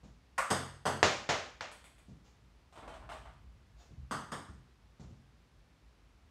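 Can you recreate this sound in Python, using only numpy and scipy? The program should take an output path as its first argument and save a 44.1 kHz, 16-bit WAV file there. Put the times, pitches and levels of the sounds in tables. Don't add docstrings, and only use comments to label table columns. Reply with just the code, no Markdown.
import sys
import numpy as np
from scipy import signal
from scipy.fft import rfft, irfft
from scipy.io import wavfile

SR = 44100
rng = np.random.default_rng(int(sys.argv[2]) if len(sys.argv) > 2 else 0)


def persist_wave(psi):
    counts = np.round(np.clip(psi, -1, 1) * 32767).astype(np.int16)
    wavfile.write(sys.argv[1], SR, np.atleast_2d(counts).T)


N = 277830
RING = SR
AGE = np.arange(RING) / SR
FREQ = np.arange(RING // 2 + 1) * SR / RING


# [t/s, level/dB, contact/ms, bass/dB, treble/dB, direct sound/dB]
PADDLE_STROKES = [(0.3787, -31, .62, 1, -5.5, -18)]
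# [f/Hz, level/dB]
PADDLE_COLOUR = [(100, -22.5), (455, -25.5), (500, -10.5), (560, -1.5), (680, -7.5), (920, -5.5),
                 (1080, 4.5), (1600, 1.5), (2200, 4.5), (3200, 0.5), (4500, 3.5), (7000, 12), (11000, 2),
                 (15000, 0)]


def strokes():
    out = np.zeros(N)
    for t_s, level_db, contact_ms, bass_db, treble_db, direct_db in PADDLE_STROKES:
        click = contact(contact_ms, loss=2.2) * body(PADDLE_COLOUR, bass_db, treble_db) * shell(db=2.5)
        add(out, t_s, level_db, click * room(direct_db, early_db=6.0))
    return out


# [t/s, level/dB, contact/ms, edge nearness/0-1, bass/dB, treble/dB, direct sound/dB]
TABLE_BOUNCES = [(0.5018, -29.5, 0.61, 0.08, 2, -4, -24), (0.8539, -30.5, .635, 0, 0, -8, -16),
                 (4.1106, -36.5, 0.63, 0.43, 0.5, -6, -10), (4.3166, -40.5, 0.587, 0.31, 2, -6.5, -27)]
# [f/Hz, level/dB]
TABLE_COLOUR = [(50, -29.5), (75, -18.5), (130, -1.5), (220, -0.5), (330, -3.5), (480, 0.5), (750, 2.5),
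                (1250, 2.5), (2000, 7.5), (3200, 13.5), (5000, 22), (7000, 23), (11000, 13.5), (15000, 8.5)]
# [f/Hz, level/dB]
EDGE_COLOUR = [(100, -3.5), (140, 5), (185, 7), (300, -1), (550, -17), (850, -5.5), (1200, 14),
               (1600, -1.5), (2200, -7), (4000, -6)]
# [f/Hz, level/dB, t60/s]
TABLE_BENDING = [(92.4, -14, 0.89), (137.8, -13, 0.82), (216.4, -19.5, .45)]
TABLE_LOSS, BOOM_BUILD_S = 0.72, 0.02


def bounces():
    out = np.zeros(N)
    for t_s, level_db, contact_ms, edge, bass_db, treble_db, direct_db in TABLE_BOUNCES:
        top = body(TABLE_COLOUR, bass_db, treble_db) * body(EDGE_COLOUR) ** edge
        click = contact(contact_ms, TABLE_LOSS) * top * shell(db=2)
        heard = unit(click * room(direct_db, build_s=0.004, early_db=3.0))
        boom = undb(-12 * edge) * ring(TABLE_BENDING, BOOM_BUILD_S)
        add(out, t_s, level_db, heard + boom)
    return out


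# [t/s, level/dB]
FLOOR_HOPS = [(1.7156, -57.5), (1.8420, -60), (1.9825, -68.5)]
# [f/Hz, level/dB]
HOP_COLOUR = [(300, -8), (1000, 1.5), (1800, 16), (3500, 23.5), (5500, 19.5), (8000, 34.5), (11000, 28.5),
              (15000, 22)]
HOP_DIRECT_DB, HOP_PING_DB = -7, -9


def hops():
    out = np.zeros(N)
    for t_s, level_db in FLOOR_HOPS:
        tick = contact(ms=0.884, loss=1.0) * body(HOP_COLOUR) * shell(db=HOP_PING_DB)
        add(out, t_s, level_db, tick * room(HOP_DIRECT_DB, dull_hz=6000))
    return out


def contact(ms, loss):
    part = np.minimum(AGE * 1000 / ms, 1)
    return rfft(np.sin(np.pi * part) * np.exp(-loss * part))


# [f/Hz, width/Hz, level/dB]
SHELL_MODES = [(8450, 200, 17), (9940, 630, 9.5), (11000, 400, 9.5), (12450, 400, 4.5)]


def shell(db):
    ping = 0
    for hz, width_hz, gain_db in SHELL_MODES:
        damping = 1j * FREQ * width_hz
        ping = ping + undb(db + gain_db) * damping / (hz ** 2 - FREQ ** 2 + damping)
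    return 1 + ping


# [t/s, level/dB, bass/dB, treble/dB, direct sound/dB]
PANEL_KNOCKS = [(1.0289, -23, 2, -1.5, -1.5), (1.2902, -30, 1.5, -4, -16), (1.6087, -42, -7, -6, -0.5)]
# [f/Hz, level/dB]
KNOCK_COLOUR = [(30, -26.5), (70, -2), (300, -6.5), (600, 2), (900, -1.5), (1400, -2.5), (2200, -5),
                (3500, -8.5), (6800, -10.5), (8200, -22), (9800, -32), (15000, -48)]
# [f/Hz, level/dB, t60/s]
KNOCK_PARTIALS = [(91.5, -7, 0.53), (447, -10, 0.19), (593, -1, 0.43), (666, -9.5, 0.2), (789, -6.5, 0.59),
                  (853, -6.5, .5), (1059, -9.5, 0.56), (1237, -7.5, 0.6), (1408, -3.5, 0.34),
                  (1720, -6.5, 0.27), (2111, -11.5, 0.54), (2380, -12.5, 0.71), (2751, -9, 0.3),
                  (3520, -11, 0.4)]
CRACK_DB, CRACK_DECAY_S = -4.5, 0.0045
KNOCK_RING_DB = -14


def knocks():
    out = np.zeros(N)
    for t_s, level_db, bass_db, treble_db, direct_db in PANEL_KNOCKS:
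        burst = rng.standard_normal(RING) * np.exp(-AGE / CRACK_DECAY_S)
        crack = undb(direct_db + CRACK_DB) * unit(rfft(burst))
        path = room(direct_db, build_s=0.0013, early_db=0.5, early_s=0.054, dull_hz=1700) + crack
        knock = body(KNOCK_COLOUR, bass_db, treble_db, treble_hz=4450) * path
        add(out, t_s, level_db, unit(knock) + undb(KNOCK_RING_DB) * ring(KNOCK_PARTIALS))
    return out


# [t/s, level/dB, bass/dB, treble/dB]
BOX_JOSTLES = [(2.7255, -62.5, -10, 10), (2.757, -57, 1, 7), (2.775, -55, 5, 3), (2.8265, -54, 9, -5),
               (2.8768, -50, 4, 3), (2.940, -54, -4, 3.5), (3.019, -57.5, 5, -12), (3.091, -48, -10.5, 2.5),
               (3.116, -48.5, 0, 5), (3.2545, -56.5, -15, -3.5)]
# [f/Hz, level/dB]
BOX_COLOUR = [(150, -6), (330, 1), (540, -1), (650, 10.5), (820, 4.5), (1150, 3.5), (1800, -6.5),
              (3200, -11), (5000, -23), (8000, -26), (11000, -39), (15000, -46)]
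BOX_DIRECT_DB = -9.5


def ball_box():
    out = np.zeros(N)
    for t_s, level_db, bass_db, treble_db in BOX_JOSTLES:
        lags_s = rng.uniform(0.00221, 0.03, size=3)
        chain = 1 + undb(-9.5) * sum(np.exp(-2j * np.pi * FREQ * lag_s) for lag_s in lags_s)
        rattle = chain * body(BOX_COLOUR, bass_db, treble_db) * shell(db=-8)
        add(out, t_s, level_db, rattle * room(BOX_DIRECT_DB, build_s=0.0012, early_db=1))
    return out


# [t/s, level/dB, bass/dB, scuff/dB, floor boom/dB]
FOOTFALLS = [(.032, -55.5, -5.5, -9, -8), (2.082, -51.5, -6, -19, -9), (3.906, -55, -3.5, -18, -4),
             (3.97, -46.5, 10, -21, 9), (4.486, -49.5, -2, -15, -0.5), (4.996, -50.5, -3, -8, -4),
             (5.095, -53, -2.5, -17.5, -4.5)]
# [f/Hz, level/dB]
FOOT_COLOUR = [(25, -28.5), (45, -13), (70, -0.5), (130, 0.5), (220, -5.5), (350, -16), (700, -13.5),
               (2000, -29), (7000, -27.5), (12000, -62)]
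# [f/Hz, level/dB, t60/s]
FLOOR_BENDING = [(55.2, -2, 0.66), (68.6, 0.5, 0.43), (132.3, -4, .8)]
STEP_DIRECT_DB, FLOOR_BUILD_S = -8.5, 0.015


def footwork():
    out = np.zeros(N)
    for t_s, level_db, bass_db, scuff_db, boom_db in FOOTFALLS:
        foot = body(FOOT_COLOUR, bass_db, scuff_db, bass_hz=116.9, treble_hz=437)
        thud = foot * room(STEP_DIRECT_DB, build_s=0.0034, early_db=-0.5, dull_hz=700)
        boom = undb(boom_db) * ring(FLOOR_BENDING, FLOOR_BUILD_S)
        add(out, t_s, level_db, unit(thud) + boom)
    return out


# [t/s, level/dB, rise/s]
SOLE_BRUSHES = [(2.236, -69.5, 0.012), (3.755, -70.5, 0.05)]
# [f/Hz, level/(dB per Hz)]
SOLE_COLOUR = [(300, 0), (850, -0.5), (1500, -7.5), (4500, -9.5), (7000, -9.5), (9000, -28), (15000, -30)]
BRUSH_FADE_S = 0.026


def brushes():
    out = np.zeros(N)
    for t_s, level_db, rise_s in SOLE_BRUSHES:
        press = np.minimum(AGE / rise_s, 1) * np.exp(-np.maximum(AGE - rise_s, 0) / BRUSH_FADE_S)
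        grit = rng.standard_normal(RING) * undb(3.2 * rng.exponential(size=RING))
        add(out, t_s, level_db, rfft(press * grit) * body(SOLE_COLOUR) * room(STEP_DIRECT_DB))
    return out


# [f/Hz, level/(dB per Hz)]
RUMBLE_COLOUR = [(25, -43.5), (42, -9), (58, 1.5), (85, -12.5), (125, -13), (250, -30.5), (600, -72.5)]
RUMBLE_DB = -64
SWELL_S, SWELL_DB, SWELL_RISE_S, SWELL_HOLD_S, SWELL_FALL_S = 2.62, -55.5, 0.38, 0.25, 1


def rumble():
    corners_s = SWELL_S + np.cumsum([0, SWELL_RISE_S, SWELL_HOLD_S, SWELL_FALL_S])
    swell = np.interp(np.arange(N) / SR, corners_s, [0, 1, 1, 0])
    return noise(RUMBLE_COLOUR, 0) * np.hypot(undb(RUMBLE_DB), undb(SWELL_DB) * swell)


# [f/Hz, level/(dB per Hz)]
AIR_COLOUR = [(30, -7.5), (52, -1), (130, -2), (250, -5), (500, -11.5), (1000, -13), (2500, -18),
              (5000, -23), (8000, -30.5), (12000, -36.5), (15500, -47)]
AIR_DB = -68.5


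def air():
    return noise(AIR_COLOUR, AIR_DB)


# [f/Hz, t60/s]
ROOM_DECAY = [(60, 0.23), (250, 0.49), (700, 0.45), (1500, 0.51), (3500, 0.53), (7000, 0.48), (14000, 0.45)]


def room(direct_db, build_s=0.0027, dense_s=0.018, early_db=3, early_s=0.014, bend_s=0.0007, dull_hz=2500):
    density = np.clip((AGE / dense_s) ** 2, 0.15, 1)
    sparse = rng.standard_normal(RING) * (rng.random(RING) < density)
    echoes = rfft(sparse / np.sqrt(density))
    centres_hz = np.transpose(ROOM_DECAY)[0]
    tail = 0
    for share, (_, t60_s) in zip(np.eye(len(centres_hz)), ROOM_DECAY):
        band = irfft(echoes * along(np.column_stack([centres_hz, share]), FREQ))
        tail = tail + band * np.exp(-np.log(1000) * AGE / t60_s)
    tail = tail * (1 - np.exp(-AGE / build_s)) * undb(early_db * np.exp(-AGE / early_s))
    smear = np.exp(-4j * np.pi * bend_s * np.sqrt(1000 * FREQ))
    direct = smear / (1 + 1j * FREQ / dull_hz)
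    return unit(rfft(tail)) + undb(direct_db) * direct


def body(points, bass_db=0, treble_db=0, bass_hz=480, treble_hz=3000):
    bass = bass_db / (1 + (FREQ / bass_hz) ** 4)
    treble = treble_db * (1 - 1 / (1 + (FREQ / treble_hz) ** 4))
    cepstrum = irfft(np.log(undb(along(points, FREQ) + bass + treble)))
    cepstrum[1:RING // 2] *= 2
    cepstrum[RING // 2 + 1:] = 0
    return np.exp(rfft(cepstrum))


def ring(partials, build_s=1e-4):
    total = np.zeros(RING)
    for hz, level_db, t60_s in partials:
        fade = np.exp(-np.log(1000) * AGE / t60_s)
        wave = np.sin(2 * np.pi * hz * AGE) * fade * (1 - np.exp(-AGE / build_s))
        total += undb(level_db) * wave / np.linalg.norm(wave)
    return rfft(total)


def add(out, t_s, level_db, spectrum):
    blow, start = irfft(spectrum), int(t_s * SR)
    blow = blow * undb(level_db) / np.sqrt(np.mean(blow[:SR // 20] ** 2))
    out[start:start + RING] += blow[:N - start]


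def noise(points, level_db):
    freq_hz = np.arange(N // 2 + 1) * SR / N
    hiss = irfft(rfft(rng.standard_normal(N)) * undb(along(points, freq_hz)), N)
    return hiss * undb(level_db) / np.sqrt(np.mean(hiss ** 2))


def along(points, freq_hz):
    hz, value = np.transpose(points)
    return np.interp(np.log(freq_hz + 1), np.log(hz), value)


def unit(spectrum):
    return spectrum / np.sqrt(np.mean(np.abs(spectrum) ** 2))


def undb(db):
    return 10 ** (np.asarray(db) / 20)


def scene():
    ball = strokes() + bounces() + hops() + knocks()
    player = ball_box() + footwork() + brushes()
    return (ball + player + rumble() + air())[None]


MIC_LOW_HZ, TOP_HZ = 42.6, 15700


def record(dry):
    low_cut = signal.butter(4, MIC_LOW_HZ, "high", fs=SR, output="sos")
    top_cut = signal.ellip(10, 0.2, 70, TOP_HZ, fs=SR, output="sos")
    thinned = signal.sosfilt(low_cut, dry)
    return signal.sosfilt(top_cut, thinned)


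dry = scene()
out = record(dry)
persist_wave(out)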